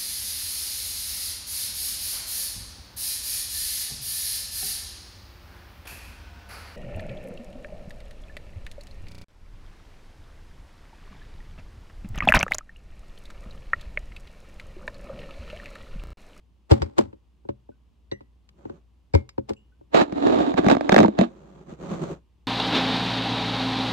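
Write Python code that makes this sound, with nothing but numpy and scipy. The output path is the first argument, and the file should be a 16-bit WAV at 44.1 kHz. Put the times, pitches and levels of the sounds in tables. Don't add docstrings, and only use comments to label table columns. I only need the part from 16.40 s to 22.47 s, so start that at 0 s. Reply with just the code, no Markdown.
import sys
import numpy as np
from scipy import signal
from scipy.fft import rfft, irfft
from scipy.io import wavfile

SR = 44100
rng = np.random.default_rng(int(sys.argv[2]) if len(sys.argv) > 2 else 0)


def transcribe(u):
    v = np.clip(np.atleast_2d(u).T, -1, 1)
    q = np.round(v * 32767).astype(np.int16)
    wavfile.write(sys.argv[1], SR, q)


N = 267687
TIME = np.arange(N) / SR
RING_TIME = TIME[:SR // 2]

# (frequency [Hz], relative level [dB])
CRACK_TONE = [(500, -4), (1000, -2), (1800, -10), (3000, -14), (4800, -16.5), (6000, -24.5), (7700, -22.5),
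              (9900, -38.5), (16000, -42)]


def knocks():
    # (time [s], force [dB], extra thump [dB], extra crack [dB], time to fall flat [s])
    landings = [(0.311, -15, 5, -28, 0.0066), (0.42, -27.5, 6, -5, 0.0055), (0.583, -17, -28, -7, 0.0055),
                (2.738, -18, 2.5, -24, .013)]
    # (time [s], force [dB], extra crack [dB])
    light_knocks = [(0.729, -42, -6), (1.05, -43, -42), (1.0883, -25, -13.5), (1.289, -41, -37),
                    (1.718, -27, -6.5), (1.807, -46.5, 4.5), (2.2527, -33, -13), (2.297, -33.5, -9),
                    (2.98, -22, -11), (3.104, -25.5, -30), (3.41, -48.5, -29.5)]
    out = np.zeros((2, N))
    for s, force_db, thump_db, crack_db, fall_s in landings:
        add(out, s, blow(force_db, thump_db, crack_db))
        add(out, s + fall_s, blow(force_db + 3, thump_db - 11.5, crack_db=-16))
    muffle = signal.butter(1, 2630, fs=SR)
    for s, force_db, crack_db in light_knocks:
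        knock = blow(force_db, thump_db=-16.5, crack_db=crack_db)
        add(out, s, signal.lfilter(*muffle, knock) * fade_in(0.0014))
    return out


def blow(force_db, thump_db, crack_db):
    thump = from_db(thump_db) * table_sway()
    contact = from_db(crack_db) * crack(t60=0.0037, tail_db=-18.5, tail_t60=0.059)
    return from_db(force_db) * (thump + table_top() + contact)


def table_top():
    # (pitch [Hz], relative level [dB], ring time [s])
    notes = [(125.3, -8, 0.24), (212, -6.5, 0.2), (265.9, 1, 0.1), (346, 10.5, 0.086), (431, 8, 0.063),
             (556.4, 4.5, 0.081), (776, 3, 0.029), (914, 3.5, 0.031), (1093, -6.5, 0.033),
             (1518, -5, 0.021)]
    return body(notes, vary_db=2, pan_db=1, pan_octave_db=0.22, detune=0.028, twist=3.724, twist_hz=280.2)


def table_sway():
    # (pitch [Hz], relative level [dB], ring time [s])
    notes = [(66, 1.5, 0.046), (84, 0.5, 0.11), (109, -5, 0.075)]
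    return body(notes, vary_db=3.5, pan_db=4.5, pan_octave_db=-1.5, detune=0.012, twist=1, twist_hz=75)


def body(notes, vary_db, pan_db, pan_octave_db, detune, twist, twist_hz, in_step=False):
    out = 0
    for k, (hz, level_db, t60) in enumerate(notes):
        lag = twist / (1 + (twist_hz / hz) ** 6)
        hz = hz * np.exp(detune * rng.standard_normal())
        swing = np.sin(2 * np.pi * hz * RING_TIME + np.array([[0], [-lag]]))
        swell = 1 - np.exp(-(2 * hz * RING_TIME) ** 2)
        fade = fade_out(t60, level_db + vary_db * rng.standard_normal())
        sign = 1 if in_step else (-1) ** k
        octaves_up = np.log2(hz / notes[0][0])
        out = out + sign * panned(swing * swell * fade, pan_db + pan_octave_db * octaves_up)
    return unit_hit(out)


def crack(t60, tail_db, tail_t60):
    fade = fade_out(t60) + fade_out(tail_t60, tail_db)
    noise = rng.standard_normal((2, len(fade)))
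    opposed = 1.59 * rng.standard_normal(len(fade)) * [[1], [-1]]
    return unit_hit(colour((noise + opposed) * fade, CRACK_TONE))


def handling():
    # (start [s], length [s], level [dB])
    grip = [(3.56, 1.314, -35.5)]
    # (start [s], length [s], level [dB])
    drags = [(3.768, 0.045, -26), (3.855, 0.19, -15.5), (4.06, 0.043, -22.5), (4.26, 0.041, -17.5),
             (4.44, 0.23, -28)]
    # (start [s], length [s], level [dB])
    shoves = [(3.548, 0.073, -10.5), (4.178, 0.0076, -16), (4.3, 0.027, -14), (4.51, 0.15, -22),
              (4.567, 0.062, -19.5), (4.786, 0.055, -23)]
    # (frequency [Hz], boost [dB])
    firm_tone = [(300, -5), (1200, 4), (12000, 3.5)]
    # (pitch [Hz], width [Hz], boost [dB])
    firm_peaks = [(2617, 64, 7.5)]
    hold = effort(grip, rise_s=0.03, sag_db_per_s=2.5, fade_s=0.127)
    drag = effort(drags, rise_s=0.32, sag_db_per_s=14.5, fade_s=0.38)
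    flutter = from_db(1.47 * np.interp(TIME / 0.005, np.arange(N), rng.standard_normal(N)))
    rub = np.maximum(hold, drag) * flutter * case_scrape(loose=1.4, per_s=1900, spread_db=2.5)
    push = effort(shoves, rise_s=0.041, sag_db_per_s=64.5, fade_s=0.085)
    firm_scrape = colour(case_scrape(loose=1, per_s=1600, spread_db=1.55), firm_tone)
    shove = push * resonate(firm_scrape, firm_peaks)
    return hand_hollow(rub + shove + slips())


def case_scrape(loose, per_s, spread_db):
    # (frequency [Hz], relative level [dB])
    rub_tone = [(40, -24.5), (140, -19.5), (280, -6), (520, -16.5), (1500, -31.5), (3000, -37), (4200, -42),
                (5000, -47.5), (8000, -59.5), (9500, -73), (16000, -71.5)]
    # (frequency [Hz], boost [dB])
    rock_tone = [(100, 2), (220, -10.5), (350, 8), (900, 6.5), (3000, 0.5)]
    # (pitch [Hz], width [Hz], boost [dB])
    case_peaks = [(286, 38.7, 8.5), (692, 120, 8), (895, 39, 5.5), (7150, 550, 10)]
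    shake = friction(per_s, spread_db)
    twist = unit_power(shake + loose * friction(per_s, spread_db))
    rock = colour(twist, rock_tone) * [[-1], [1]]
    return resonate(colour(shake + rock, rub_tone), case_peaks)


def slips():
    # (time [s], ring level [dB], snap level [dB])
    releases = [(3.5454, -19.5, -20), (3.6155, -21.5, -28), (3.724, -27.5, -37), (4.004, -24, -40.5),
                (4.141, -26, -37), (4.1897, -17.5, -36.5), (4.244, -28.5, -34.5), (4.2648, -14, -24.5),
                (4.285, -21, -20), (4.2993, -17, -22), (4.3131, -21, -22.5), (4.3211, -19, -25.5),
                (4.3499, -24, -30), (4.368, -21.5, -33), (4.4094, -28, -30), (4.4934, -21, -18.5),
                (4.5209, -12.5, -20.5), (4.5254, -17, -21.5), (4.5437, -23.5, -17), (4.5631, -11, -16),
                (4.581, -14.5, -17.5), (4.588, -15.5, -18.5), (4.5927, -15.5, -31.5), (4.603, -13.5, -21),
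                (4.6123, -13, -31), (4.6309, -14, -27.5), (4.6391, -16.5, -28), (4.6471, -14, -40.5),
                (4.659, -27, -32), (4.6817, -19.5, -35), (4.789, -13.5, -25.5), (4.812, -14.5, -26)]
    # (time [s], ring time [times the usual])
    looseness = [(4.27, 0.54), (4.5, 0.29), (4.55, 1.64), (4.6, 0.8), (4.8, 1.33)]
    out = np.zeros((2, N))
    for s, ring_db, snap_db in releases:
        ring_stretch = np.interp(s, *np.transpose(looseness))
        add(out, s, slip(ring_db, snap_db, ring_stretch))
    return out


def slip(ring_db, snap_db, ring_stretch):
    # (pitch [Hz], relative level [dB], usual ring time [s])
    case_notes = [(217.6, 1, 0.1), (306, -2.5, 0.11), (379, -0.5, 0.063), (558, -1, 0.067),
                  (700, 4.5, 0.031)]
    # (frequency [Hz], relative level [dB])
    snap_tone = [(120, -21), (600, 14), (1100, 0), (1700, -3), (2300, -5), (3100, -15), (4400, -18),
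                 (7300, -22), (9700, -43.5), (16000, -40.5)]
    notes = [(hz, note_db, t60 * ring_stretch) for hz, note_db, t60 in case_notes]
    ring = body(notes, vary_db=3.5, pan_db=2, pan_octave_db=-3.5, detune=0.1, twist=-2.47, twist_hz=323,
                in_step=True)
    pulse = rng.standard_normal((2, len(RING_TIME))) * fade_out(t60=0.017, level_db=-13)
    pulse[0, round(0.00045 * SR)] -= 1
    pulse[1, 0] -= 1
    snap = panned(unit_hit(colour(pulse, snap_tone)), pan_db=-3)
    return from_db(ring_db) * ring + from_db(snap_db) * snap


def hand_hollow(x, block=256):
    # (final pitch [Hz], width [Hz], boost [dB])
    air_peaks = [(1184, 120, 5.5), (1630, 140, 4.5), (3747, 400, 8.5)]
    # (time [s], height above the final pitch [octaves])
    closing = [(3.78, 0.075), (3.95, 0)]
    pitch_ratio = 2 ** np.interp(TIME, *np.transpose(closing))
    out = x.copy()
    for hz, width, peak_db in air_peaks:
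        state = np.zeros((2, 2))
        for i in range(0, N, block):
            band = signal.iirpeak(hz * pitch_ratio[i], hz / width, fs=SR)
            ring, state = signal.lfilter(*band, x[:, i:i + block], zi=state)
            out[:, i:i + block] += (from_db(peak_db) - 1) * ring
    return out


def glassware():
    # (time [s], level [dB], hardness [dB per octave])
    glass_touches = [(1.714, -36.5, 0.0041)]
    bottle_touches = [(0.3115, -39, 12), (0.420, -47, 12), (2.736, -27, -1), (2.891, -60, 13)]
    rim_touches = [(3.164, -43.5, 0.014)]
    # (pitch [Hz], relative level [dB], ring time [s])
    glass = [(1895, -3, 0.16), (1970, -15, 0.32), (2000, -6, 0.17), (2820, -13, 0.11), (3560, 2.5, 0.028),
             (3925, 3.5, 0.053), (5750, -15, 0.12), (7700, -27, 0.12)]
    bottle = [(2125, -3, 0.15), (2300, -4, 0.13), (3736, -17, .09), (4760, -10, .07), (5125, -4, .055),
              (7350, -21, 0.05)]
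    rim = [(2810, -17, 0.17), (2880, -20, 0.45), (7321, -24, 0.16)]
    return clinks(glass_touches, glass) + clinks(bottle_touches, bottle) + clinks(rim_touches, rim)


def clinks(touches, notes):
    pitch_spread, side_db, side_ring_share = 0.078, -8, 0.54
    mic_phase = np.array([[0], [2.1]])
    out = np.zeros((2, N))
    for s, touch_db, hardness in touches:
        for hz, note_db, t60 in notes:
            level_db = touch_db + note_db + hardness * np.log2(hz / notes[0][0])
            side_pitches = hz * np.exp(pitch_spread * rng.standard_normal(4))
            sides = [(side_hz, side_db, t60 * side_ring_share) for side_hz in side_pitches]
            for tone_hz, tone_db, ring_s in [(hz, 0, t60)] + sides:
                swing = np.sin(2 * np.pi * (tone_hz * RING_TIME + rng.random()) + mic_phase)
                add(out, s, swing * fade_out(ring_s, level_db + tone_db) * fade_in(0.002))
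    return out


def grazes():
    # (time [s], pressure [dB], time to die away [s])
    scrapes = [(0.31, -26.5, 0.18), (0.418, -47, 0.32), (0.582, -29, 0.14), (2.746, -35, 0.14),
               (3.095, -33.5, 0.066)]
    grit = np.array([friction(per_s=2000, spread_db=5.5) for side in range(2)])
    pressure = sum(stroke(s, 0, level_db, rise_s=0.028, sag_db_per_s=0, fade_s=fade_s)
                   for s, level_db, fade_s in scrapes)
    hiss = pressure * unit_power(colour(grit, CRACK_TONE))
    top = table_top()
    rattle = ring_through(pressure ** 0.83 * grit[:1], top / np.linalg.norm(top[0]))
    return panned(hiss, pan_db=-0.5) + from_db(5.5) * rattle


def slide():
    # (start [s], length [s], strength [dB])
    pushes = [(2.19, 0.18, -48.5), (4.87, 0.36, -44.5), (5.295, 0.039, -34.5), (5.42, 0.31, -30),
              (5.51, 0.034, -22.5), (5.625, 0.014, -22), (5.705, 0.015, -25.5)]
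    # (frequency [Hz], relative level [dB])
    rumble_tone = [(60, -49), (160, 8.5), (260, -4.5), (380, 3.5), (490, -17), (1200, -56.5)]
    grit_tone = [(290, 3.5), (520, 4.5), (1100, -4), (2000, -15), (4200, -20.5), (5200, -28), (6500, -20.5),
                 (7700, -25.5), (16000, -97)]
    # (pitch [Hz], width [Hz], boost [dB])
    glass_peaks = [(558, 15, 10.5), (1260, 290, 3)]
    push = effort(pushes, rise_s=0.16, sag_db_per_s=-5.5, fade_s=0.15)
    rumble = unit_power(colour(friction(per_s=3100, spread_db=2.5), rumble_tone))
    grit = np.array([friction(per_s=1000, spread_db=1.5) for side in range(2)])
    hiss = resonate(colour(grit, grit_tone), glass_peaks)
    return panned(push * (from_db(-8) * rumble + from_db(-10) * hiss), pan_db=-1.5)


def rocking():
    # (start [s], length [s], level [dB])
    spells = [(0.36, 0.25, -32)]
    nudges = friction(per_s=18, spread_db=3.5)
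    rumble = unit_power(ring_through(nudges, table_sway()))
    return effort(spells, rise_s=0.077, sag_db_per_s=28, fade_s=0.35) * rumble


def ticks():
    # (time [s], level [dB])
    touches = [(2.09, -59.5), (2.891, -49), (3.093, -44), (3.134, -56.5)]
    out = np.zeros((2, N))
    cut_lows = signal.butter(1, 2405, "high", fs=SR)
    for s, level_db in touches:
        click = signal.lfilter(*cut_lows, crack(t60=0.02, tail_db=-22, tail_t60=0.07))
        add(out, s, from_db(level_db) * unit_hit(click))
    return out


def plips(pitch_hz=1480):
    # (time [s], level [dB])
    bubbles = [(1.317, -60), (3.32, -60)]
    swing = np.sin(2 * np.pi * pitch_hz * RING_TIME * (1 + RING_TIME / 2))
    out = np.zeros((2, N))
    for s, level_db in bubbles:
        add(out, s, swing * fade_out(0.088, level_db) * fade_in(0.0036))
    return out


def room(x, echo_db, t60):
    tail = rng.standard_normal((2, len(RING_TIME))) * fade_out(t60) * fade_in(0.0018)
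    tail /= np.sqrt(np.sum(tail ** 2, axis=1, keepdims=True))
    return x + from_db(echo_db) * ring_through(x, tail)


def background(hum_hz=59.3):
    # (frequency [Hz], relative level [dB])
    air_tone = [(20, -34.5), (60, -7.5), (95, -17), (250, -24.5), (650, -39.5), (1060, -37.5),
                (1400, -47.5), (2200, -47.5), (2800, -43.5), (4000, -49.5), (16000, -65.5)]
    air = unit_power(colour(rng.standard_normal((2, N)) + rng.standard_normal(N), air_tone))
    hum = unit_power(np.sin(2 * np.pi * hum_hz * TIME))
    return from_db(-62) * air + from_db(-59) * hum


def friction(per_s, spread_db):
    sizes = from_db(spread_db * np.minimum(rng.exponential(1, N), 4))
    return unit_power(sizes * rng.choice([-1, 1], N) * (rng.random(N) < per_s / SR))


def stroke(s, length, level_db, rise_s, sag_db_per_s, fade_s):
    early, late = np.maximum(s - TIME, 0), np.maximum(TIME - s - length, 0)
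    loss_db = np.minimum(60 * (early / rise_s + late / fade_s), 200)
    sag_db = sag_db_per_s * np.clip(TIME - s, 0, length)
    return from_db(level_db - loss_db - sag_db)


def effort(moves, rise_s, sag_db_per_s, fade_s):
    return np.max([stroke(*move, rise_s, sag_db_per_s, fade_s) for move in moves], axis=0)


def fade_in(rise_s):
    return 1 - np.exp(-RING_TIME / rise_s)


def fade_out(t60, level_db=0):
    return from_db(level_db - 60 * RING_TIME / t60)


def colour(x, tone, size=4096):
    hz, level_db = np.transpose(tone)
    grid = np.maximum(np.fft.rfftfreq(size, 1 / SR), 1)
    gains = from_db(np.interp(np.log(grid), np.log(hz), level_db))
    cepstrum = irfft(np.log(gains))
    cepstrum[1:size // 2] *= 2
    cepstrum[size // 2 + 1:] = 0
    response = irfft(np.exp(rfft(cepstrum)))
    return ring_through(x, response[None])


def ring_through(x, response):
    return signal.fftconvolve(np.atleast_2d(x), response, axes=1)[:, :x.shape[-1]]


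def resonate(x, peaks):
    for hz, width, peak_db in peaks:
        ring = signal.lfilter(*signal.iirpeak(hz, hz / width, fs=SR), x)
        x = x + (from_db(peak_db) - 1) * ring
    return unit_power(x)


def from_db(db):
    return 10 ** (np.asarray(db) / 20)


def unit_power(x):
    return x / np.sqrt(np.mean(x ** 2) + 1e-20)


def unit_hit(x):
    return x / np.sqrt(np.mean(x[..., :SR // 50] ** 2) + 1e-20)


def panned(x, pan_db):
    return x * from_db([[pan_db / 2], [-pan_db / 2]])


def add(out, s, sound):
    at = round(s * SR)
    out[:, at:at + sound.shape[-1]] += sound[..., :N - at]


def scene():
    table = glassware() + knocks() + ticks() + rocking() + grazes() + plips() + slide()
    return room(table + handling(), echo_db=-31, t60=0.35) + background()


def record(dry):
    cut_bass = signal.butter(2, 40, "high", fs=SR, output="sos")
    cut_treble = signal.cheby2(14, 60, 16600, fs=SR, output="sos")
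    heard = signal.sosfilt(cut_bass, dry)
    rounded = heard / (1 + heard ** 6) ** (1 / 6)
    return signal.sosfilt(cut_treble, rounded)


dry = scene()
out = record(dry)
transcribe(out)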